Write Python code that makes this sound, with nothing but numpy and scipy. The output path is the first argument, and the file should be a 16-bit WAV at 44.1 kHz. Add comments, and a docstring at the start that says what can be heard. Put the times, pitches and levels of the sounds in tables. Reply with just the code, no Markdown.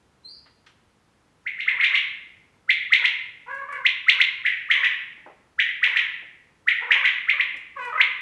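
"""Quails in a roofed courtyard

Caged quails call: each call is three whip-like pips, each a sine swept up through two octaves.
A hoarse growl of two or three syllables leads into some calls, and a soft grunt lies between the
last two pips. A small bird peeps once and a few light knocks are heard. Walls and a sheet roof
answer everything, over a faint outdoor hush."""
import sys
import numpy as np
from scipy import signal
from scipy.fft import rfft, irfft, next_fast_len
from scipy.io import wavfile
from scipy.ndimage import map_coordinates

SR = 44100
rng = np.random.default_rng(int(sys.argv[2]) if len(sys.argv) > 2 else 0)


def unload_wav(signal):
    """Save mono or channel-first audio to the path in sys.argv[1] as 16-bit WAV at rate SR, clipped to [-1, 1]."""
    wavfile.write(
        sys.argv[1],
        SR,
        np.round(np.clip(np.atleast_2d(signal).T, -1, 1) * 32767).astype(np.int16),
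    )


N = 362061


def amp(db):
    return 10 ** (np.asarray(db) / 20)


def unit_rms(x):
    return x / np.sqrt(np.mean(x ** 2) + 1e-20)


def along(points, hz):
    """Read a curve of (frequency, value) points on a log frequency axis."""
    freqs, values = np.transpose(points)
    return np.interp(np.log(hz + 1), np.log(freqs + 1), values)


def curves(rows, t):
    """Each column after the first, read at the times t."""
    times, *columns = np.transpose(rows)
    return [np.interp(t, times, column) for column in columns]


def clock(length_s):
    return np.arange(int(length_s * SR)) / SR


def wobble(rate_hz, t):
    """A smooth random curve with rate_hz knots a second."""
    return map_coordinates(rng.standard_normal(4096), [t * rate_hz], mode="wrap")


def filtered(x, response):
    """EQ x with a gain given as a function of frequency."""
    size = next_fast_len(len(x) + 8192)
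    return irfft(rfft(x, size) * response(np.fft.rfftfreq(size, 1 / SR)), size)[:len(x)]


def add(track, start_s, x):
    """Mix x into the track from start_s on."""
    part = track[max(round(start_s * SR), 0):][:len(x)]
    part += x[:len(part)]


# Tone of the outdoor air: freq_hz, gain_db
HUSH_EQ = [(15, -45), (25, -16.5), (76, -2.5), (157, -4), (378, -9), (409, -10.5), (465, -8.5),
           (603, -14.5), (961, -12.5), (1610, -16.5), (9860, -32), (12100, -34.5), (15800, -67),
           (22000, -120)]


def hush(level_db=-63):
    """A faint, steady bed of outdoor air, weighted to the lows."""
    air = filtered(rng.standard_normal(N), lambda hz: amp(along(HUSH_EQ, hz)))
    return amp(level_db) * unit_rms(air)


# Early reflections off the walls: delay_s, gain
WALL_ECHOES = [(.0033, 0.41), (.0065, 0.33), (.011, 0.27), (.034, .25), (.05, 0.13)]
# Decay of the reverb tail: freq_hz, t60_s
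TAIL_DECAY = [(400, 0.6), (1200, 0.76), (2100, 0.72), (3200, 0.64), (4500, 0.55), (8500, 0.33),
              (11000, 0.27)]
# Tone of the reverb tail: freq_hz, gain_db
TAIL_EQ = [(400, -5.5), (1100, -0.5), (1500, -1), (2100, 1), (2700, 1), (3400, 1), (4500, 0), (9000, 3),
           (12000, -2)]


def courtyard(x, wet_db, roof_db=-10, roof_delay_s=0.024, build_s=0.0011):
    """Direct sound, wall echoes, a roof slap and a diffuse tail; they shift as bird and listener move."""
    hz, t, noise = signal.stft(rng.standard_normal(SR), SR, nperseg=256)
    fade = amp(along(TAIL_EQ, hz)[:, None] - 60 * t / along(TAIL_DECAY, hz)[:, None])
    tail = signal.istft(noise * fade, SR, nperseg=256)[1][:SR]
    tail *= 1 - np.exp(-clock(1) / build_s)
    response = amp(wet_db) * tail / np.linalg.norm(tail)
    for (delay_s, gain), shift in zip(WALL_ECHOES, rng.uniform(-0.83, 1, len(WALL_ECHOES))):
        add(response, delay_s * (1 + .12 * shift), np.array([gain]))
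    roof_slap = np.minimum(amp([roof_db]), .5)
    add(response, roof_delay_s * rng.normal(1, .02), roof_slap)
    response[0] += 1  # direct sound
    return signal.fftconvolve(x, response)


# Light knocks: start_s, level_db, centre_hz
KNOCK_HITS = [(0.458, -49.5, 1370), (0.663, -44.5, 2030), (3.546, -50, 7070), (3.723, -43.5, 6940),
              (5.171, -59.5, 630), (5.261, -37.5, 647), (6.219, -53, 458), (7.537, -51, 394),
              (7.565, -50, 4940), (7.85, -46.5, 6000)]
KNOCK_DECAY = [(500, 0.15), (2000, .085), (6500, 0.029)]  # centre_hz, t60_s


def knocks(wet_db=-7, attack_s=0.0032, spread_octaves=.85):
    """Dull taps and scuffs: each a noise burst in one broad band; the bright ones die sooner."""
    out, t = np.zeros(N), clock(.25)
    for start_s, level_db, centre_hz in KNOCK_HITS:
        band = lambda hz: np.exp(-(np.log2((hz + 1) / centre_hz) / spread_octaves) ** 2 / 2)
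        burst = unit_rms(filtered(rng.standard_normal(len(t)), band))
        decay = amp(level_db - 60 * t / along(KNOCK_DECAY, centre_hz))
        attack = 1 - np.exp(-t / attack_s)
        add(out, start_s, courtyard(burst * decay * attack, wet_db))
    return out


# Contour of the small bird's note: time_s, pitch_hz, level_db
PEEP_CONTOUR = [(0.234, 3930, -70), (0.249, 4130, -45), (.275, 4156, -43), (0.299, 4706, -45.5),
                (.352, 4800, -50), (0.391, 4630, -55)]


def peep(octave_db=-28, wet_db=-1):
    """A small bird's thin, quavering, rising whistle with a weak octave."""
    out, start_s = np.zeros(N), PEEP_CONTOUR[0][0]
    t = clock(PEEP_CONTOUR[-1][0] - start_s)
    pitch_hz, level_db = curves(PEEP_CONTOUR, start_s + t)
    quaver = 0.041 * t / t[-1] * wobble(350, t)  # grows through the note
    phase = 2 * np.pi * np.cumsum(pitch_hz * (1 + quaver)) / SR
    whistle = np.sin(phase) + amp(octave_db) * np.sin(2 * phase)
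    add(out, start_s, courtyard(amp(level_db) * whistle, wet_db))
    return out


# Tone of the quail's throat: freq_hz, gain_db
THROAT_EQ = [(300, -14.5), (470, -2.5), (520, -4), (620, -9.5), (1000, -1.5), (1600, 4), (2500, -4),
             (3300, -21.5), (5000, -36.5), (8000, -40), (12000, -50.5)]


def hoarse_voice(t, pitch_hz, beak_peaks, jitter, flutter_db, peak_width_hz=300, harmonics=20):
    """Unsteady harmonics, shaped by the throat and by beak resonances (centre_hz, boost_db)."""
    phase = 2 * np.pi * np.cumsum(pitch_hz * (1 + jitter * wobble(260, t))) / SR
    multiples = np.arange(1, harmonics + 1)[:, None]
    hz = multiples * pitch_hz
    beak_db = sum(db / (1 + ((hz - centre_hz) / peak_width_hz) ** 2) for centre_hz, db in beak_peaks)
    gains = amp(along(THROAT_EQ, hz) + beak_db)
    voice = np.sum(gains * np.sin(multiples * phase), axis=0) / np.linalg.norm(gains, axis=0)
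    return unit_rms(voice * amp(flutter_db * wobble(172.5, t)))


def grunts(calls, relative_db=-37, delay_s=.012, length_s=0.14, centre_pitch_hz=533.7):
    """A soft, rough swell of the low voice links the last two pips of each call; its pitch wanders."""
    out, t = np.zeros(N), clock(length_s)
    swell = signal.windows.tukey(len(t), .5)
    for start_s, long_gap_s, _, level_db, *_ in calls:
        pitch_hz = centre_pitch_hz * (1 + .05 * wobble(22, t))
        voice = hoarse_voice(t, pitch_hz, beak_peaks=[(1100, 7)], jitter=.06, flutter_db=6.0)
        grunt = amp(level_db + relative_db) * voice * swell
        add(out, start_s + long_gap_s + delay_s, courtyard(grunt, wet_db=0))
    low_shelf = [(550, -4), (900, 0.0033)]  # weakens the fundamental: freq_hz, gain_db
    return filtered(out, lambda hz: amp(along(low_shelf, hz)))


# Growl syllables: start_s, length_s, level_db, start_pitch_hz, end_pitch_hz,
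# open_beak_hz, open_beak_db, open_jitter_ratio
GROWL_SYLLABLES = [(3.46, 0.2, -37.5, 475, 556.3, 1650, 7.5, .028),
                   (3.675, 0.15, -35.5, 570.4, 548, 1980, 12.5, .05),
                   (6.805, 0.14, -40, 468, 489, 1000, 15, 0.054),
                   (6.943, 0.1, -36.5, 446.7, 566.5, 1260, 13.5, 0.056),
                   (7.755, 0.166, -34, 580, 478, 1560, -5, 0.0089),
                   (7.918, 0.056, -28.5, 593, 572, 1170, 16.5, 0.064),
                   (7.967, 0.0513, -23.5, 507.4, 507, 2040, 24, 0.013)]
SHUT_BEAK_HZ, SHUT_BEAK_DB, SHUT_JITTER = 1080, 20, .035  # a nearly shut beak: low, hard and rougher


def growls(wet_db=-4, settle_s=.042, attack_s=0.017, release_s=0.016, beak_snap=2.8):
    """The low 'wa-wa' before a call: in each syllable the pitch settles while the beak opens and shuts."""
    out = np.zeros(N)
    for start_s, length_s, level_db, start_hz, end_hz, open_hz, open_db, open_jitter in GROWL_SYLLABLES:
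        t = clock(length_s)
        shut = np.abs(np.cos(np.pi * t / length_s)) ** beak_snap  # more snap opens the beak sooner
        pitch_hz = end_hz + (start_hz - end_hz) * np.exp(-t / settle_s)
        jitter = open_jitter + SHUT_JITTER * shut
        flutter_db = np.clip(90 * jitter, 0, 3.5)  # the level shakes only where the pitch does
        beak_peaks = [(SHUT_BEAK_HZ, SHUT_BEAK_DB * shut), (open_hz, open_db * (1 - shut))]
        voice = hoarse_voice(t, pitch_hz, beak_peaks, jitter, flutter_db)
        envelope = np.clip(np.minimum(t / attack_s, (length_s - t) / release_s), 0, 1)
        add(out, start_s, courtyard(amp(level_db) * envelope * voice, wet_db))
    return out


# Shape of one pip around its knee, where the whip takes off: time_sweeps, pitch_ratio, level_db
WHIP_CONTOUR = [(-1.6, 0.54, -56.5), (-1.2, .63, -30.5), (-.45, .76, -23), (-.2, .89, -9.5),
                (0, 1.022, -2.5), (0.33, 1.08, -3.5), (0.52, 1.181, 0), (0.77, 1.513, -2.5),
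                (0.915, 1.855, -1), (0.995, 2.273, -18.5), (1.14, 2.1, -55)]
# Overtones of a forceful pip, ahead of the beak: harmonic_number, level_db
PIP_OVERTONES = [(2, -23), (3, -45.5), (4, -33), (5, -67.5)]
# Tone the beak gives to overtones and rasp: freq_hz, gain_db
BEAK_EQ = [(800, -25.5), (3000, 5), (4000, -5.5), (5000, -6.5), (6200, -1.5), (7400, -9.5), (8700, -6),
           (11000, -18.5), (12200, -10)]


def pip(knee_hz, sweep_s, top_db, lead_db, rasp_db=-37, waver=0.013, brightening=0.91, tremble_db=1.5):
    """A sine slides up to the knee, lingers there, then whips upward and cuts off."""
    t = clock(.06)
    progress = (t - t.mean()) / sweep_s  # 0 at the knee, 1 at the top
    pitch_ratio, shape_db = curves(WHIP_CONTOUR, progress)
    pitch_hz = knee_hz * pitch_ratio * (1 + waver * wobble(500, t))
    phase = 2 * np.pi * np.cumsum(pitch_hz) / SR
    overtones = sum(amp(db) * np.sin(round(k) * phase) * (k * pitch_hz < SR / 2)
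                    for k, db in PIP_OVERTONES)
    # overtones grow with the force of the whip; they leave through the beak with rasping air
    edge = amp(brightening * top_db) * overtones + amp(rasp_db) * rng.standard_normal(len(t))
    voice = np.sin(phase) + filtered(edge, lambda hz: amp(along(BEAK_EQ, hz)))
    in_lead = np.clip((-progress - .45) / 0.96, 0, 1)
    in_top = np.clip((progress - .45) / .5, 0, 1)
    effort = amp(shape_db + lead_db * in_lead + top_db * in_top + tremble_db * wobble(338.7, t))
    return effort * voice * signal.windows.tukey(len(t), .2)


# Quail calls: start_s (first knee), long_gap_s, short_gap_s, level_db, first_pip_db,
# knee_hz, sweep_s (knee to top), whip_top_db, direct_path_db
CALLS = [(1.467, .214, 0.12, -9.5, -9.5, 1966, .0135, -14.5, -1),
         (1.593, .238, 0.11, -8.5, -11.5, 1968, 0.018, -3.5, -3.5),
         (2.695, .230, 0.12, -8, -1.5, 1964, .0148, -2, 0),
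         (3.855, .231, .119, -8, -2.5, 1979, .015, -2, 3),
         (4.454, .250, .132, -7, -2.5, 1840, .0132, -3, -5),
         (5.592, 0.24, .131, -7, -1.5, 1840, .012, -3, -3),
         (6.678, .232, .136, -5.5, -1.5, 1832, 0.013, -5, -3),
         (7.060, 0.23, 0.11, -8.5, -17, 1967, .0135, -12, 0.5),
         (8.004, 0.23, 0.1, -4.5, -2, 1935, .014, -5.5, 3)]


def quail_calls(wet_db=-2.5, roof_db=-7, roof_slope=1.1):
    """One pip, a long gap, a quick pair; the direct level varies from cage to cage, the tail's does not."""
    out = np.zeros(N)
    for start_s, long_gap_s, short_gap_s, level_db, first_db, knee_hz, sweep_s, top_db, direct_db in CALLS:
        knee_times = start_s + np.cumsum([0, long_gap_s, short_gap_s])
        # the first pip is duller and starts abruptly; the middle one is the strongest
        accents = [(first_db, -2.5, -14.5), (0, 0, 0), (-2, 0, 0)]
        slap_db = roof_db - roof_slope * direct_db  # the roof stands out as the direct path weakens
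        for knee_s, (stress_db, top_trim_db, lead_db) in zip(knee_times, accents):
            note = amp(level_db + stress_db + direct_db) * pip(knee_hz, sweep_s, top_db + top_trim_db, lead_db)
            add(out, knee_s - len(note) / SR / 2, courtyard(note, wet_db - direct_db, slap_db))
    return out


def scene():
    """The mono mix: quails up front, the small bird, knocks and hush behind."""
    return (quail_calls() + growls() + grunts(CALLS) + peep() + knocks() + hush())[None]


def record(dry, limit_hz=12250):
    """The microphone rolls off in the top treble and keeps nothing above its band limit."""
    response = lambda hz: amp(along([(11000, 0), (limit_hz, -9)], hz)) * (hz < limit_hz)
    return np.array([filtered(channel, response) for channel in dry])


dry = scene()
out = record(dry)
unload_wav(out)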